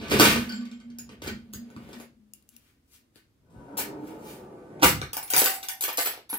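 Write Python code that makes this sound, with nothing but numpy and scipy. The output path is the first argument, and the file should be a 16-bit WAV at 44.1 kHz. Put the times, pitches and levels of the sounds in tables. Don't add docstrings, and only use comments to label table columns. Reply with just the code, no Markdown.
import sys
import numpy as np
from scipy import signal
from scipy.fft import rfft, irfft
from scipy.io import wavfile

SR = 44100
rng = np.random.default_rng(int(sys.argv[2]) if len(sys.argv) > 2 else 0)


def master(y):
    cut = np.clip(np.atleast_2d(y).T, -1, 1)
    pcm = np.round(cut * 32767)
    wavfile.write(sys.argv[1], SR, pcm.astype(np.int16))


def convert_level_to_amplitude(level_db):
    exponent = np.asarray(level_db, float) / 20
    return 10 ** exponent


N = 281358


def rms_one(x):
    return x / np.sqrt(np.mean(x ** 2) + 1e-20)


def in_time(rows, silent=False):
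    s, *columns = np.transpose(rows)
    t = np.arange(N) / SR
    curves = [np.interp(t, s, column) for column in columns]
    if silent:
        outside_s = np.maximum(s[0] - t, 0) + np.maximum(t - s[-1], 0)
        curves[0] = curves[0] - 1500 * outside_s
    return curves


def band(x, low_hz, high_hz):
    sos = signal.butter(2, [low_hz, min(high_hz, .45 * SR)], "band", fs=SR, output="sos")
    return signal.sosfilt(sos, x + 1e-18)


def ring(x, hz, t60_s):
    r, w = convert_level_to_amplitude(-60 / (t60_s * SR)), 2 * np.pi * hz / SR
    return signal.lfilter([0, np.sin(w)], [1, -2 * r * np.cos(w), r * r], x + 1e-18)


def hollow(x, modes):
    out = 0
    for k, (hz, width_hz, level_db) in enumerate(modes):
        r = np.exp(-np.pi * width_hz / SR)
        poles = [1, -2 * r * np.cos(2 * np.pi * hz / SR), r * r]
        mode = signal.lfilter([(1 - r * r) / 2, 0, (r * r - 1) / 2], poles, x + 1e-18)
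        out = out + (-1) ** k * convert_level_to_amplitude(level_db) * mode
    return out


def grains(per_s, spread_db):
    sizes = convert_level_to_amplitude(spread_db * np.minimum(rng.exponential(1, N), 4)) * rng.choice([-1, 1], N)
    return rms_one(sizes * (rng.random(N) < per_s / SR))


def swells(rows, flip=1):
    s, level_db, rise_s, fall_s = np.transpose(rows)[:, :, None]
    t = np.arange(0, N, 32) / SR
    before = 10 ** np.clip((s - t) / np.maximum(rise_s, .01), -30, 30)
    after = 10 ** np.clip((t - s) / np.maximum(fall_s, .02), -30, 30)
    signs = float(flip) ** np.arange(len(rows))
    return np.interp(np.arange(N) / SR, t, signs @ (convert_level_to_amplitude(level_db) / np.hypot(before, after)))


# frequency in Hz, density in dB per Hz.
ROOM_TONE = [(25, -30.5), (48, -4.5), (138, -9), (182, -17), (238, -7), (430, -19.5), (831, -30),
             (16500, -43)]


def air():
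    level_db = -70
    hz = np.fft.rfftfreq(N, 1 / SR) + 1
    tone_hz, tone_db = np.transpose(ROOM_TONE)
    shape = convert_level_to_amplitude(np.interp(np.log(hz), np.log(tone_hz), tone_db))
    mid, side = rfft(rng.standard_normal((2, N)))
    apart = np.clip(hz / 900, .2, 1)
    return convert_level_to_amplitude(level_db) * rms_one(irfft(shape * (mid + apart * side * [[1], [-1]]), N))


# centre in Hz, t60 in seconds, level in dB.
ROOM_BANDS = [(152, .45, 5), (460, 0.27, 2), (1510, 0.28, 3.5), (4644, 0.3, -5), (7700, 0.2, -4.5),
              (14600, 0.17, -2.5)]


def kitchen(x):
    tail_s, level_db = .6, 2.5
    t, tail = np.arange(int(tail_s * SR)) / SR, 0
    centres = np.array(ROOM_BANDS)[:, 0]
    edges = np.r_[40, np.sqrt(centres[1:] * centres[:-1]), 19000]
    for (hz, t60_s, band_db), low_hz, high_hz in zip(ROOM_BANDS, edges, edges[1:]):
        mid, side = rng.standard_normal((2, len(t)))
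        pair = mid + min((hz / 1000) ** 2.0, 1) * side * [[1], [-1]]
        tail = tail + convert_level_to_amplitude(band_db - 60 * t / t60_s) * band(pair, low_hz, high_hz) / np.sqrt(t60_s)
    tail = tail * np.clip((t - .002) / 0.0022, 0, 1)
    tail = tail / np.sqrt(np.sum(tail ** 2) / 2)
    return convert_level_to_amplitude(level_db) * signal.fftconvolve(x[None], tail, axes=1)[:, :N]


# time in seconds, left over right in dB, left lag in samples.
PLACES = [(0, -2.5, -9), (1, -1.5, -9.5), (1.7, -1, -12.5), (2.2, 6, -9), (2.8, 9.5, 8.5), (3.3, 8, -10),
          (4.2, -0.5, -12), (4.7, -4, 12.5), (5.3, 4.5, 13.5), (6.38, 0.5, 7.5)]


def placed(x):
    pan_db, lag = in_time(PLACES)
    n = np.arange(N)
    return np.array([convert_level_to_amplitude(k * pan_db / 2) * np.interp(n - np.round(k * lag / 2), n, x) for k in (1, -1)])


# time in seconds, level in dB, seconds to rise 20 dB, seconds to fall 20 dB.
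LOADS = [(0.0, -42, -0.4, 0.05), (.15, -28.5, 0.08, 0.07), (.286, -30, -0.23, 0.16),
         (1.13, -56.5, 0.6, -0.7), (1.3, -41, 0.13, 0.18), (1.558, -45, -0.04, 0.1),
         (1.834, -52, -0.13, 0.3), (3.59, -47.5, 0.09, 0.08), (3.9, -55.5, 0.63, 1.6),
         (4.845, -27.5, 0, 0.1538), (4.99, -35, 0.12, .1), (5.385, -38.5, 0.05, -0.06)]


def cabinet():
    mid, side = band(band(rng.standard_normal((2, N)), 48, 190), 48, 190)
    return convert_level_to_amplitude(-1.5) * swells(LOADS) * rms_one(mid + convert_level_to_amplitude(-12) * side * [[1], [-1]])


# frequency in Hz, wander in Hz.
WALL_MODES = [(211, 1.1), (237, 2.2)]
# time in seconds, level in dB, seconds to fall 20 dB.
WALL_SHOVES = [
    [(0.0, -45.5, 0.7), (.15, -24, 0.17), (.22, -24.5, 0.28), (.39, -30, 0.21), (.54, -36, 0.1859),
     (1.15, -48, -0.6), (1.32, -40.5, 0.13), (1.5, -47.5, 0.53), (1.75, -47.5, 0.35), (1.98, -49, 0.02),
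     (2.2, -61, 0.3)],
    [(0.0, -45, 0.9), (.13, -30.5, 0.23), (.22, -24.5, 0.07), (.35, -27, 0.23), (.47, -31, 0.38),
     (.58, -30, 0.4), (.72, -34, .2), (.86, -42.5, 0.36), (1.15, -46, -0.9), (1.3, -45, 0.31),
     (1.6, -41, 0.2347), (1.76, -44.5, 0.26), (1.96, -44.5, 0.18), (2.19, -56, -0.2), (2.55, -64.5, 0.1)],
]


def tub():
    rise_s, level_db = 0.054, 0.5
    out = 0
    for (hz, wander_hz), shoves in zip(WALL_MODES, WALL_SHOVES):
        wander = rms_one(band(rng.standard_normal(N), 2, 9))
        swing = swells([(s, db, rise_s, fall_s) for s, db, fall_s in shoves], flip=-1.003)
        hum = np.sqrt(2) * np.sin(2 * np.pi * np.cumsum(hz + wander_hz * wander) / SR)
        out = out + convert_level_to_amplitude(level_db) * swing * hum
    return out


# time in seconds, level in dB, seconds to rise 20 dB, seconds to fall 20 dB, bright part in dB re level.
BASKET_STROKES = [(0.0, -42.5, 0.15, 0.5155, -16), (0.113, -27, -0.66, 0.16, -3),
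                  (0.219, -19.5, 0.015, 0.1318, 1), (1.12, -54, -0.06, -0.2, -3),
                  (1.233, -48.5, -0.37, 0.1, 3), (1.291, -71.5, 0.5, -0.21, -22),
                  (1.731, -81.5, 0.18, -0.3, -9), (1.948, -60.5, 0.56, -0.2445, -8),
                  (2.029, -58.5, 0.2, -0.37, 5)]
AIR_STROKES = [(2.35, -79, .02, 0.082, 14.3), (2.528, -73, .06, 0.14, 10.3), (2.68, -70, 0.105, 0.084, 2.5),
               (2.942, -66, 0.055, 0.053, 14.3), (3.161, -62.5, 0.022, 0.059, 3.7),
               (4.09, -59, 0.1, 0.081, 4.2), (4.29, -52.5, 0.091, 0.11, 8.4)]


def rubbing():
    fine = grains(8600, 3.9)
    middle = rms_one(band(fine, 1100, 4200))
    bright = rms_one(band(fine[::-1], 3100, 20000))
    dull = rms_one(band(fine[::-1], 180, 610))
    strokes = [(*row, 11.5 - 0.32 * (row[1] + 50)) for row in BASKET_STROKES]
    strokes += [(*row, -7.5) for row in AIR_STROKES]
    middle_gain = swells([(s, db, rise, fall) for s, db, rise, fall, _, _ in strokes])
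    bright_gain = swells([(s, db + more, rise, fall) for s, db, rise, fall, more, _ in strokes])
    dull_gain = swells([(s, db + more, rise, fall) for s, db, rise, fall, _, more in strokes])
    return convert_level_to_amplitude(-6) * (middle_gain * middle + bright_gain * bright + convert_level_to_amplitude(-10.0) * dull_gain * dull)


# time in seconds, level in dB.
ROLLING = [(3.42, -80), (3.572, -56.5), (3.724, -51.5), (3.806, -48.5), (4.27, -51), (4.62, -54.5),
           (4.788, -51.5), (4.82, -44)]
# time in seconds, level in dB, rise in seconds, fall in seconds.
FRONT_RATTLES = [
    (3.806, -38, 0.03, 0.06),
    (4.82, -47, 0.062, .02),
]


def drawer():
    shut_db, opens_s = 13, 0.2
    rail_db, rail_start_s = -76, 3.5
    level_db, = in_time(ROLLING, silent=True)
    start_s = ROLLING[0][0]
    out_s = np.clip(np.arange(N) / SR - start_s, 0, 2)
    cavity_hz = 243.5 + 113 * np.minimum(out_s, 0.95)
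    panel_hz = 997 - 190 * out_s
    bumps, modes = grains(900, 3.0), 0
    for hz, width_hz, mode_db in ((cavity_hz, 65, 0), (1.297 * cavity_hz, 90, -8),
                                  (panel_hz, 50, -8), (1.393 * panel_hz, 160, -12)):
        turn = np.exp(2j * np.pi * np.cumsum(hz) / SR)
        r = np.exp(-np.pi * width_hz / SR)
        mode = (signal.lfilter([1], [1, -2 * r, r * r], bumps / turn) * turn).real
        closed_db = shut_db * (hz[0] < 400) * np.exp(-(out_s / opens_s) ** 2)
        modes = modes + convert_level_to_amplitude(mode_db - closed_db) * rms_one(mode)
    rumble = convert_level_to_amplitude(3.5) * rms_one(band(bumps, 150, 572))
    rattle = convert_level_to_amplitude(-12.0) * swells(FRONT_RATTLES) * rms_one(band(band(bumps, 700, 2400), 910, 2084))
    sliding = (level_db > -80) * (out_s > rail_start_s - start_s)
    hiss = convert_level_to_amplitude(rail_db - 3) * rms_one(band(rng.standard_normal(N), 2200, 11000)) * sliding
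    return convert_level_to_amplitude(level_db - 7.5) * (modes + rumble) + rattle + hiss


# time in seconds, peak in dB.
FORK_TICKS = [
    (2.3361, -31),
    (2.4249, -53),
    (2.4902, -39),
    (2.5651, -35),
]
# frequency in Hz, level in dB, t60 in seconds.
TICK_BLADE_MODES = [(2800, -12, .03), (7500, -4, .012), (11090, -12, .09), (12630, -8, .015)]


def ticks():
    t = np.arange(N) / SR
    touch = sum(convert_level_to_amplitude(db - 60 * np.maximum(t - s, 0) / .005) * (t >= s) for s, db in FORK_TICKS)
    strike = np.maximum(np.diff(touch, prepend=0), 0)
    rings = sum(convert_level_to_amplitude(db - 10) * ring(strike, hz, t60_s) for hz, db, t60_s in TICK_BLADE_MODES)
    contact = band(touch * rng.choice([-1, 1], N), 5500, 17000)
    return band(contact + rings, 2200, 18000)


def blows(events, steel, body, steel_db):
    snap_db, click_db = 6.5, 10
    ring_follows = 0.55
    ring_jolts = 900
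    chatter, t = grains(12000, 1.8), np.arange(SR // 4) / SR
    clack, edge, knock = np.zeros((3, N))
    struck = np.zeros((len(steel), N))
    share = rng.uniform(-0.61, 1, (len(events), len(steel), 2))
    for (s, level_db, edge_db, knock_db, t60_s), shares in zip(events, share):
        i, t60_s = round(s * SR), max(t60_s, .002)
        shape = (convert_level_to_amplitude(-60 * t / t60_s) * np.minimum(t / (0.055 * t60_s), 1))[:N - i]
        after = t[:len(shape)]
        shape = shape * (.6 + 1.2 * np.exp(-after / .002))
        here = slice(i, i + len(shape))
        burst, other = shape * chatter[here], shape * chatter[::-1][here]
        burst, other = (convert_level_to_amplitude(level_db) * b * np.sqrt(shape @ shape / (b @ b)) for b in (burst, other))
        clack[here] += burst
        edge[here] += convert_level_to_amplitude(edge_db) * other
        knock[here] += convert_level_to_amplitude(knock_db) * other * convert_level_to_amplitude(-60 * after / 0.019)
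        jolts = other[:ring_jolts] / np.sqrt(other[:ring_jolts] @ other[:ring_jolts])
        ring_db = steel_db + ring_follows * edge_db
        mode_gain = convert_level_to_amplitude(level_db + ring_db + 4 + 4 * shares[:, 0]) * np.sign(shares[:, 1])
        struck[:, i:i + len(jolts)] += np.outer(mode_gain, jolts)
        knock[i] += convert_level_to_amplitude(level_db + knock_db + snap_db)
        clack[i] += convert_level_to_amplitude(level_db + click_db) * np.sign(shares[0, 1])
    flutter = convert_level_to_amplitude(5 * rms_one(band(rng.standard_normal(N), 12, 70)))
    rings = sum(convert_level_to_amplitude(db - 9) * np.roll(flutter, round(hz)) * ring(x, hz, t60_s)
                for x, (hz, db, t60_s) in zip(struck, steel))
    edges = convert_level_to_amplitude(-3.5) * (band(edge, 4700, 26000) + band(edge, 12000, 26000))
    bright = convert_level_to_amplitude(-3.0) * band(clack, 1300, 6000) + edges + rings
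    dull = convert_level_to_amplitude(18.5) * hollow(knock, body)
    return np.array([bright + dull, bright + .45 * dull])


# frequency in Hz, width in Hz, level in dB.
RACK_BLOWS = [(0.0817, -33, -14, -5.5, 0.04), (0.098, -27.5, -5.5, -11.5, 0.025),
              (0.1087, -19, -10.5, -14, 0.055), (0.14, -23, -8.5, -2.5, 0.036),
              (0.117, -29, -14.5, 9, 0.011), (0.167, -23.5, -8.5, -3.5, 0.018),
              (0.19, -15.5, -5, -11, 0.023), (0.1972, -3, -7.5, -8.5, 0.041),
              (0.2065, -6, -12.5, -8, 0.049), (0.218, -11, -10, -5.5, 0.062),
              (0.2494, -9.5, -18.5, -5, 0.046), (0.254, -10.5, -13, -30, 0.029),
              (0.267, -13, -14, -11.5, 0.03), (0.2863, -16, -11.5, -18.5, 0.24),
              (0.3204, -31.5, -10.5, 6.5, 0.023), (0.3582, -22.5, -14, 2, 0.064),
              (1.0914, -39, -34, -2.5, 0.043), (1.2196, -29.5, -13, -7.5, 0.035),
              (1.2396, -35, -7, -11, 0.027), (1.262, -30, -20, -10, 0.022),
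              (1.2729, -24.5, -14, -7.5, 0.049), (1.279, -28, -13, -12.5, 0.013)]
RACK_STEEL = [(1163, -17, .2), (1500, -16, .15), (2130, -13, .07), (3080, -9, .1), (3192, -13, .3),
              (4479, -3, .04), (4700, -3, .05), (5195, -8, .04), (7321, -14, .2)]
BASKET_BODY = [(115, 56, 3.5), (325, 45, 11.5), (432, 76, 11), (473, 190, 6), (1170, 480, -4.5)]
# time in seconds, clack peak in dB.
ROCKING = [(0.4918, -33), (0.5206, -32), (0.56, -41), (0.61, -41), (0.6536, -39), (0.7141, -38.5),
           (0.8009, -45), (0.9015, -47)]


def basket_on_rack():
    touches = [(s, db, -11 - 3.5 * k, -13, 0.028) for k, (s, db) in enumerate(ROCKING)]
    return blows(RACK_BLOWS, RACK_STEEL, BASKET_BODY, -12) + blows(touches, RACK_STEEL, BASKET_BODY, 1.5)


PULL_BLOWS = [
    (1.529, -49, 1.8, -10.5, 0.028),
    (1.5355, -36.5, 0.9, -6.5, 0.012),
]
HELD_STEEL = [(4900, -8, .09), (6650, 0, .04), (6966, -8, .07), (7900, -12, .06), (11360, -10, .07),
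              (12700, -5, .1), (13020, -10, .07), (13710, -11, .07), (14300, -4, .08), (14750, -3, .07)]
HAND_BLOWS = [(0.9861, -30, -0.5, -23, 0.0047), (1.7022, -46, -16, 0.5, 0.019), (1.764, -41, -20, 5, 0.019),
              (1.8894, -47.5, -13, 3, 0.0057), (1.93, -34.5, -23, -11.5, 0.045),
              (2.0003, -37.5, -6, -5.5, 0.0066), (3.158, -43.5, -23.5, -15, 0.0058)]
BLADE_STEEL = [(6900, -7, .07), (11090, 0, .1), (11400, -12, .06), (12630, -14, .03)]


def cutlery_in_hand():
    pulled = blows(PULL_BLOWS, HELD_STEEL, BASKET_BODY, -1.5)
    return pulled + blows(HAND_BLOWS, BLADE_STEEL, BASKET_BODY, -9.5)


HANDLE_BLOWS = [(3.7707, -27.5, 8, -2, 0.14), (3.7855, -26.5, 0, 5, 0.13), (4.0727, -47, -3, 0.5, 0.042),
                (4.797, -43, -22, -0.5, 0.045), (4.817, -28.5, -10, -7, 0.066),
                (4.8233, -16.5, -11.5, 2.5, 0.074), (4.8295, -5.5, -11.5, 0, 0.042),
                (4.836, -9, -5.5, -4, 0.024), (4.8445, -9.5, 0, -4, 0.022), (4.8554, -23.5, 11, -21, 0.048),
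                (4.872, -17.5, 2, -13.5, 0.14), (5.0158, -20, -28, -2, 0.011),
                (5.131, -27, 4, -10.5, 0.036), (5.1676, -25, 5, -5, 0.025)]
FORK_STEEL = [(770, -26, .45), (4689, -20, .1), (6019, -22, .12), (7951, -13, .2), (9510, -11, .14),
              (10020, -15, .08), (11085, -6, .14), (11200, -11, .05), (12340, -12, .08), (12710, -6, .16),
              (14357, -5, .14), (14733, -10, .06), (15470, -12, .07)]
DRAWER_BOX = [(320, 137, -0.8), (507, 78, 0.055), (854, 176, 0.88), (1390, 320, -0.15), (1524, 270, -0.35)]
NUDGE_BLOWS = [
    (6.2925, -38.5, 2.5, -21, 0.032),
    (6.2985, -35, 0.5, -5, 0.037),
    (6.3286, -28.5, -8.5, 3, 0.044),
    (6.342, -42, 2, 1, 0.08),
]
NUDGE_STEEL = [(9900, -9, .1), (11250, 0, .07), (12780, 0, .07), (14200, -3, .12), (15600, -8, .06)]


def drawer_blows():
    return blows(HANDLE_BLOWS, FORK_STEEL, DRAWER_BOX, -14) + blows(NUDGE_BLOWS, NUDGE_STEEL, DRAWER_BOX, 1.5)


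FORK_BLOWS = [ (5.2283, -31.5, -0.5, -6, 0.0091), (5.2782, -35.5, -8, -11, 0.036),
              (5.3017, -25, 6, -13.5, 0.036), (5.3254, -24, -3, -8, 0.04),
              (5.3357, -8.5, -13.5, -4, 0.0184), (5.3554, -19, -15, -26, 0.03),
              (5.3629, -13.5, 4, -5, 0.031), (5.3787, -19, 9.5, -23.5, 0.045), (5.3904, -19, 6, -14, 0.035),
              (5.4, -23, 5, -20, 0.034), (5.417, -14, -6, -0.5, 0.026), (5.4413, -21.5, 8.5, -22, 0.025),
              (5.4589, -9.5, -9, -11, 0.022), (5.481, -27.5, 6, -21, 0.037),
              (5.498, -28.5, 6.5, -21, 0.072), (5.538, -32, 6, -23, 0.067), (5.629, -26.5, -10, -17, 0.039),
              (5.6855, -18.5, -3.5, -20, 0.021)]
KNIFE_BLOWS = [(5.8083, -29, 9.5, -11.5, 0.032), (5.822, -33.5, 12, -2, 0.059),
               (5.8377, -17.5, -2.5, -6.5, 0.032), (5.858, -40, 11, -23, 0.05),
               (5.8794, -32.5, 6.5, 5, 0.032), (5.8875, -23, -16, -1.5, 0.056),
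               (5.9276, -31.5, -7, -22, 0.023), (5.9725, -23, 7.5, -28, 0.036),
               (5.9808, -17, -24, -7, 0.022), (5.9859, -18.5, -13, -2, 0.05), (5.991, -23.5, 0, -8, 0.0072),
               (6.0082, -29, 10, -30, 0.066), (6.0462, -25.5, -1.5, -19, 0.058),
               (6.058, -19.5, -5, -6, 0.049), (6.0714, -25, -16, -2, 0.02), (6.0899, -31, -3, -27, 0.12),
               (6.137, -35, -16, -3, 0.03), (6.175, -39, -22, 0.5, 0.015)]
KNIFE_STEEL = [(3451, -20, .07), (7960, -14, .07), (9700, -12, .06), (11170, -7, .06), (11290, -10, .04),
               (12600, -10, .045), (12720, -8, .06), (12830, -8, .05), (14150, -9, .05), (14390, -7, .055),
               (15480, -11, .05)]
TRAY_BODY = [(343, 170, -4.5), (606, 396, 2), (757, 260, 4), (1260, 260, -6.5)]


def cutlery_in_tray():
    return blows(FORK_BLOWS, FORK_STEEL, TRAY_BODY, -6) + blows(KNIFE_BLOWS, KNIFE_STEEL, TRAY_BODY, -2)


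def scene():
    struck = basket_on_rack() + cutlery_in_hand() + drawer_blows() + cutlery_in_tray()
    direct, sent = struck + rubbing() + drawer()
    hand = ticks()
    return air() + kitchen(sent + convert_level_to_amplitude(-9) * hand) + cabinet() + placed(direct + hand + tub())


def top_cut(x):
    return signal.sosfilt(signal.butter(12, 16800, fs=SR, output="sos"), x)


def record(dry):
    rounded = 0.95 * np.tanh(dry / 0.74)
    mix = signal.sosfilt(signal.cheby2(16, 60, 16300, fs=SR, output="sos"), rounded)
    return top_cut(mix)


dry = scene()
out = record(dry)
master(out)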